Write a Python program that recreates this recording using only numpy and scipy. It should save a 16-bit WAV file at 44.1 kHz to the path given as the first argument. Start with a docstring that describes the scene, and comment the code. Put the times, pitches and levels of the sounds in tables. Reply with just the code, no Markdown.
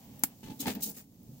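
"""First comes the soft, low draught of a small sheet-steel wood stove, with a faint hiss and a sleeve's rustle.
The door shuts with one sharp clack, an impact that excites its modes, and the handle rubs home.
A light metal pan lands on the stove top and is pushed about in short scrapes: by stick-slip friction
the rim hisses, the base grinds and the top plate booms. Two dull thuds follow. The tent gives no echo."""
import sys
import numpy as np
from scipy import signal
from scipy.fft import rfft, irfft, next_fast_len
from scipy.io import wavfile
from scipy.ndimage import uniform_filter1d, map_coordinates

SR = 44100
rng = np.random.default_rng(int(sys.argv[2]) if len(sys.argv) > 2 else 0)


def pcm_store(signal):
    """Save signal as 16-bit PCM."""
    levels = np.round(np.clip(np.atleast_2d(signal), -1, 1) * 32767)
    wavfile.write(sys.argv[1], SR, levels.astype(np.int16).T)


N = 61739

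# envelopes of the draught and the faint hiss (t/s, level/dB)
DRAUGHT_ENVELOPE = [(0, -59.5), (.11, -50), (.2, -54), (.3, -54.5), (.36, -58), (.45, -55.5), (.56, -53),
                    (.9, -59.5), (1.06, -58), (1.17, -58.5), (1.21, -52.5), (1.26, -56.5), (1.295, -50),
                    (1.35, -55.5), (1.4, -54.5)]
AIR_ENVELOPE = [(0, -57), (.18, -57), (.3, -59), (.39, -58), (.55, -55), (1.07, -65), (1.2, -62.5),
                (1.3, -60), (1.4, -58)]
# spectra of draught, faint hiss, sleeve and ticks (f/Hz, level/dB)
DRAUGHT_SPECTRUM = [(15, -43), (25, -17.5), (75, -10.5), (133, -4), (238, -1.5), (271, -3), (350, -17.5),
                    (429, -18), (554, -21), (800, -51.5), (1440, -65), (2000, -62), (2600, -65),
                    (4400, -120)]
AIR_SPECTRUM = [(350, -35), (600, -5), (833, -4), (905, -8.5), (1400, -19), (2230, -17), (4940, -12.5),
                (7240, -10.5), (9020, -17.5), (15800, -5.5)]
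SLEEVE_SPECTRUM = [(250, -8), (500, 0), (820, 8), (1300, -6), (3000, -1.5), (8000, -20)]
TICK_SPECTRUM = [(1000, -33), (3500, -12), (7000, -1), (9000, -7), (13500, 10), (15700, 17), (16200, -17)]
# reach for the door (t/s, rise/s, length/s, sag/dB, level/dB)
SLEEVE_STROKES = [(0, 0.01, 0.326, 1, -66.5)]
# touches of handle and pan rim (t/s, level/dB)
TICK_TOUCHES = [(.047, -54), (.193, -44), (.601, -37), (.7505, -37), (.8335, -26), (.8975, -37),
                (1.231, -58)]

# spectra of the door's crack on each side and of its crowded high modes (f/Hz, level/dB)
CRACK_LEFT_SPECTRUM = [(150, -23.5), (550, -58), (1100, -3), (2600, -7.5), (4000, -13), (6000, -4),
                       (7400, 7), (8400, -7), (9700, 5.5), (12500, -12), (16000, -8)]
CRACK_RIGHT_SPECTRUM = [(150, -19), (550, -1.5), (1100, -16), (2600, -12.5), (4000, -22), (6000, -11),
                        (7400, -10.5), (9500, -11), (11000, -9), (13000, 12.5), (16000, -29)]
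CLANG_SPECTRUM = [(500, -19.5), (1500, -6), (3000, -7.5), (5000, -4), (7300, -5), (8500, -1), (10500, -0.5),
                  (12500, 2.5), (15500, 4)]
# the latch rattling after the blow (t/s, level/dB re the crack)
LATCH_RATTLE = [(.2383, -23), (.2404, -22), (.2425, -21), (.2438, -21), (.2483, -25), (.2555, -30),
                (.2585, -31), (.2680, -36), (.2725, -37)]
# modes of door and frame (f/Hz, level/dB, T60/s)
DOOR_FRAME_MODES = [(166, -73, 0.32), (248, -26.5, 0.039), (276.4, -36.5, 0.076), (830, -25.5, 0.016),
                    (898, -33.5, 0.011), (1020, -47.5, 0.019), (1338, -24, 0.015), (2190, -27.5, 0.024),
                    (3560, -28, 0.017), (7420, -33, 0.054), (12400, -30, 0.082), (14800, -37, 0.066)]
# rubs of the handle in its catch (t/s, rise/s, length/s, sag/dB, rasp/dB, ring/dB)
HANDLE_RUBS = [(0.427, 0.0051, 0.052, -4, -51.5, -47), (0.465, 0.032, 0.018, -2, -52, -42.5),
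               (0.492, 0.011, 0.031, -4, -54.5, -42)]

# pushes of the pan (t/s, rise/s, length/s, sag/dB, hiss/dB, grind/dB, boom/dB)
PAN_PUSHES = [(0.587, 0.022, 0.015, -3.5, -29.5, -51, -44.5), (0.616, 0.0056, 0.033, -2, -53.5, -54, -44.5),
              (0.648, 0.011, 0.032, 0, -70, -45.5, -39.5), (0.661, 0.013, 0.04, -9, -33.5, -36, -33),
              (0.693, 0.013, 0.023, -4, -43.5, -53, -40.5), (.748, .005, 0.011, -3, -60, -51, -40.5),
              (0.756, 0.011, 0.011, -0.5, -76, -69, -43), (0.787, 0.0088, 0.022, -7, -69, -67.5, -49),
              (0.797, 0.015, 0.044, -1.5, -45.5, -71, -72), (0.82, 0.0037, 0.023, 0.5, -33, -72, -52),
              (0.854, 0.0093, 0.042, -3.5, -39, -62, -43.5), (.900, 0.0067, 0.024, -10.5, -52, -72, -47),
              (0.923, 0.032, 0.06, -4, -47.5, -63.5, -70), (.966, 0.005, 0.043, -5, -49.5, -59.5, -55.5)]
# spectra of handle rasp, rim hiss, its bite on landing, pan base and shaking legs (f/Hz, level/dB)
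RASP_SPECTRUM = [(300, 7), (900, -17), (1400, -1.5), (2500, -2.5), (5000, -5.5), (9000, -12), (15000, -13)]
RIM_SPECTRUM = [(1500, -36), (2600, -17), (3600, -15), (4700, -3.5), (7000, 0.5), (9000, -2), (11500, 0),
                (14000, 2.5), (15600, 6.5), (16200, -32.5)]
BITE_SPECTRUM = [(2000, -18.5), (3400, 2), (4300, 1.5), (6000, -7), (7500, 5), (9500, -19)]
GRIND_SPECTRUM = [(300, -11), (600, -2.5), (850, 5), (1200, -3), (1900, 4), (2400, 1.5), (3200, 1.5),
                  (4800, 0.5), (7000, -11), (10000, -15)]
LEG_SPECTRUM = [(20, -12), (60, 6), (110, 6.5), (180, -9), (400, -35)]
# resonances of stove front, pan and top plate (f/Hz, bandwidth/Hz, level/dB)
STOVE_FRONT_MODES = [(136, 28, 2), (188, 54, 1), (256, 56, 2), (440, 170, -12), (875.4, 13.4, 1)]
PAN_BODY_MODES = [(900, 75, 4.5), (1224, 39, 7.5), (2260, 68, 5), (2470, 43, 10.5), (3695, 15, 12),
                  (4654, 22, 7)]
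TOP_PLATE_MODES = [(99, 8.3, -28), (170.2, 33.3, -2.5), (222.6, 32.2, 0.5), (264.2, 24.8, -1.5),
                   (299, 40, -5), (404.5, 23, -9.5), (458.8, 18.4, -7.5), (540, 18, -12.5),
                   (582, 105, -17.5), (690.3, 7.3, -15), (804, 15, -17.5), (912, 15, -21)]
# the pan touching down (t/s, plate f/Hz, plate/dB, clank/dB)
PAN_LANDINGS = [(0.599, 279.5, -28.5, -62), (.655, 193, -28.5, -30), (.672, 224.4, -32.5, -46),
                (.767, 238, -27, -50.5), (.826, 240, -37, -71)]
# thuds once the pan is still (t/s, f/Hz, level/dB)
LOW_THUDS = [(1.288, 119, -39), (1.329, 138, -36)]

# likeness of the two channels (f/Hz, correlation)
COHERENCE = [(200, 0.98), (700, 0.7), (1500, 0.35), (4000, 0.024), (15000, 0)]
# stereo balances (f/Hz, left minus right/dB)
CLANG_BALANCE = [(1000, 6), (5000, 1), (9000, 9.5), (11000, -11), (13000, -11), (16000, 12.5)]
SCRAPE_BALANCE = [(300, 0), (1500, 4), (4000, 3.5), (7500, 4), (10500, 2), (15000, -2.5)]
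FRONT_BALANCE, AIR_BALANCE = [(200, -2.5)], [(2000, 1), (12000, -0.92)]
SLEEVE_BALANCE, TICK_BALANCE = [(1000, 0.004)], [(4000, 2.4), (13000, -1)]

TIME = np.arange(N) / SR
DOOR_S = 0.2367


def amp(db):
    """Amplitude ratio of a level in decibels."""
    return 10 ** (np.asarray(db) / 20)


def unit(x):
    """Normalisation to rms 1."""
    return x / np.sqrt(np.mean(x ** 2) + 1e-20)


def along(points, hz):
    """Interpolation on a logarithmic frequency axis."""
    f, v = np.transpose(points)
    return np.interp(np.log(hz + 1), np.log(f + 1), v)


def envelope(points):
    """Gain per sample, interpolated in decibels."""
    return amp(np.interp(TIME, *np.transpose(points)))


def noise():
    """Two independent channels of white noise."""
    return rng.standard_normal((2, N))


def filtered(x, response):
    """Linear filtering: the spectrum is multiplied by a frequency response."""
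    m = next_fast_len(N + SR // 2)
    return irfft(rfft(x, m) * response(np.fft.rfftfreq(m, 1 / SR)), m)[..., :N]


def colour(points):
    """Magnitude response through the points of a spectrum."""
    return lambda hz: amp(along(points, hz))


def resonances(modes):
    """Modal superposition: damped resonators add with alternating sign."""
    return lambda f: sum((-1) ** k * amp(db) * 1j * f * width / (f0 * f0 - f * f + 1j * f * width)
                         for k, (f0, width, db) in enumerate(modes))


def decay(start, t60):
    """Exponential damping from start, by 60 dB in t60 seconds."""
    t = TIME - start
    return (t >= 0) * np.exp(-np.log(1000) * np.maximum(t, 0) / t60)


def stroke(start, rise, length, sag_db, t60=0.14):
    """Driven vibration swells and sags during a rub, then decays freely."""
    t = TIME - start
    swell = np.clip(t / rise, 0, 1) ** 2
    sag = amp(sag_db * np.clip(t / length, 0, 1))
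    return swell * sag * np.exp(-np.log(1000) * np.maximum(t - length, 0) / t60)


def stereo(pair, response, balance):
    """Partial coherence: two signals mix to stereo of rms 1, alike in the bass, apart in the treble."""
    angle = lambda hz: np.arccos(np.clip(along(COHERENCE, hz), -1, 1)) / 2
    mid, side = filtered(pair, lambda hz: response(hz) * np.array([np.cos(angle(hz)), np.sin(angle(hz))]))
    gains = lambda hz: amp(along(balance, hz) * np.array([[.5], [-.5]]))
    return unit(filtered(np.array([mid + side, mid - side]), gains))


def steadied(x, samples=900):
    """Division by the running rms evens out the chance swells of narrow-band noise."""
    return x / np.sqrt(np.abs(uniform_filter1d(np.mean(x ** 2, axis=0), samples)) + 1e-3)


def draught():
    """Flow noise: the air drawn by the fire flutters at low frequencies."""
    flow = stereo(noise(), colour(DRAUGHT_SPECTRUM), FRONT_BALANCE)
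    return envelope(DRAUGHT_ENVELOPE) * steadied(flow, samples=1200)


def fire_hiss(pops_per_s=25, pop_db=20.5, spread_db=0.5):
    """Shot noise: the fire's sparse random impulses crackle in a faint hiss."""
    pops = (rng.random(N) < pops_per_s / SR) * amp(pop_db + spread_db * noise())
    return envelope(AIR_ENVELOPE) * stereo(noise() + pops, colour(AIR_SPECTRUM), AIR_BALANCE)


def sleeve():
    """Friction noise of cloth: a sleeve rustles as it reaches for the door."""
    reach = sum(amp(db) * stroke(*shape) for *shape, db in SLEEVE_STROKES)
    return reach * stereo(noise(), colour(SLEEVE_SPECTRUM), SLEEVE_BALANCE)


def ticks():
    """Brief contacts of metal excite mainly high frequencies, which damp quickly."""
    touches = sum(amp(db) * decay(s, t60=.04) for s, db in TICK_TOUCHES)
    return touches * stereo(noise(), colour(TICK_SPECTRUM), TICK_BALANCE)


def crack(spectrum, size=2048):
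    """A minimum-phase pulse: the energy of an impact comes as early as its spectrum allows."""
    cepstrum = irfft(np.log(amp(along(spectrum, np.fft.rfftfreq(size, 1 / SR)))))
    cepstrum[1:size // 2] *= 2
    cepstrum[size // 2 + 1:] = 0
    return irfft(np.exp(rfft(cepstrum)))


def wandering_mode(hz, t, depth=.011, changes_per_s=350):
    """Random frequency modulation: a mode's pitch wanders as loose parts touch."""
    drift = depth * map_coordinates(rng.standard_normal(N), [t * changes_per_s])
    return np.cos(2 * np.pi * hz * (t + np.cumsum(drift * (t > 0)) / SR))


def door(crack_db=5.5, scatter_s=.0002, attack_s=0.00013):
    """Impact excitation: the door cracks on its frame, the latch rattles and the modes ring freely."""
    t = np.maximum(TIME - DOOR_S, 0)
    impulses = np.zeros((2, N))
    impulses[:, round(DOOR_S * SR)] = amp(crack_db)
    for s, db in LATCH_RATTLE:
        arrivals = np.round((s + scatter_s * rng.standard_normal(2)) * SR).astype(int)
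        impulses[[0, 1], arrivals] += amp(crack_db + db)
    snap = np.array([signal.fftconvolve(side, crack(spectrum))[:N]
                     for side, spectrum in zip(impulses, (CRACK_LEFT_SPECTRUM, CRACK_RIGHT_SPECTRUM))])
    ring = sum(amp(db + rng.normal(0, 1)) * decay(DOOR_S, t60) * wandering_mode(hz, t)
               for hz, db, t60 in DOOR_FRAME_MODES)
    two_stage_decay = amp(-14) * decay(DOOR_S, t60=0.024) + amp(-29) * decay(DOOR_S, t60=0.12)
    clang = two_stage_decay * stereo(noise(), colour(CLANG_SPECTRUM), CLANG_BALANCE)
    return snap + (ring + clang) * (1 - np.exp(-t / attack_s))


def friction(spectrum, slips_per_s=5000, spread_db=-0.5, grit_db=2.2, grit_per_s=450,
             ripple_db=3.1, mode_spacing_hz=70):
    """Stick-slip friction: a dense, uneven train of tiny slips drives the metal's crowded resonances."""
    grit = amp(grit_db * map_coordinates(rng.standard_normal(N), [TIME * grit_per_s]))
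    slips = (rng.random((2, N)) < slips_per_s / SR) * noise() * amp(spread_db * noise())
    mode_strengths = rng.standard_normal(N)
    ripple = lambda hz: amp(ripple_db * map_coordinates(mode_strengths, [hz / mode_spacing_hz]))
    return unit(grit * stereo(slips, lambda hz: colour(spectrum)(hz) * ripple(hz), SCRAPE_BALANCE))


def handle():
    """Forced vibration: the handle rasps in its catch and makes the stove front ring."""
    rasp = friction(RASP_SPECTRUM)
    ring = steadied(stereo(noise(), resonances(STOVE_FRONT_MODES), FRONT_BALANCE))
    return sum(stroke(*shape) * (amp(rasp_db) * rasp + amp(ring_db) * ring)
               for *shape, rasp_db, ring_db in HANDLE_RUBS)


def pan_scrapes(bite_db=-3, bite_fade_db_per_s=51, ring_db=-9, legs_db=-16.5):
    """Sliding friction: the rim hisses, the base grinds and rings, the plate booms as a sounding board."""
    since_first_push = np.maximum(TIME - PAN_PUSHES[0][0], 0)
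    bite = amp(bite_db - bite_fade_db_per_s * since_first_push) * friction(BITE_SPECTRUM)
    rim_spots = [friction(RIM_SPECTRUM) + bite for _ in range(3)]
    grind = friction(GRIND_SPECTRUM)
    grind += amp(ring_db) * stereo(noise(), resonances(PAN_BODY_MODES), SCRAPE_BALANCE)
    plate = stereo(noise(), resonances(TOP_PLATE_MODES), SCRAPE_BALANCE)
    legs = amp(legs_db) * stereo(noise(), colour(LEG_SPECTRUM), SCRAPE_BALANCE)
    boom = steadied(plate + legs, samples=500)
    return sum(stroke(*shape) * (amp(hiss_db) * rim_spots[k % 3] + amp(grind_db) * grind
                                 + amp(boom_db) * boom)
               for k, (*shape, hiss_db, grind_db, boom_db) in enumerate(PAN_PUSHES))


def struck_mode(start, hz, db, t60, rise_s=0.0045):
    """A softly struck resonance vibrates as a damped sinusoid."""
    t = np.maximum(TIME - start, 0)
    return amp(db) * (1 - np.exp(-t / rise_s)) * decay(start, t60) * np.sin(2 * np.pi * hz * t)


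def pan_knocks(clank_hz=893):
    """The point of impact selects the plate's mode, while the pan clanks at its own natural frequency."""
    return sum(struck_mode(s, hz, plate_db, t60=0.072) + struck_mode(s, clank_hz, clank_db, t60=0.074)
               for s, hz, plate_db, clank_db in PAN_LANDINGS)


def thuds():
    """Heavily damped low resonances are heard as dull thuds."""
    return sum(struck_mode(s, hz, db, t60=0.087) for s, hz, db in LOW_THUDS)


def scene(left_lead_s=.00013):
    """The sources superpose; an interaural time difference puts the stove a little to the left."""
    stove = (door() + handle() + pan_scrapes() + pan_knocks() + thuds() + ticks()
             + draught() + fire_hiss() + sleeve())
    return filtered(stove, lambda hz: np.exp(1j * np.pi * hz * left_lead_s * np.array([[1], [-1]])))


def record(dry):
    """Band limiting by an ideal low-pass filter."""
    return filtered(dry, lambda hz: hz < 15950)


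dry = scene()
out = record(dry)
pcm_store(out)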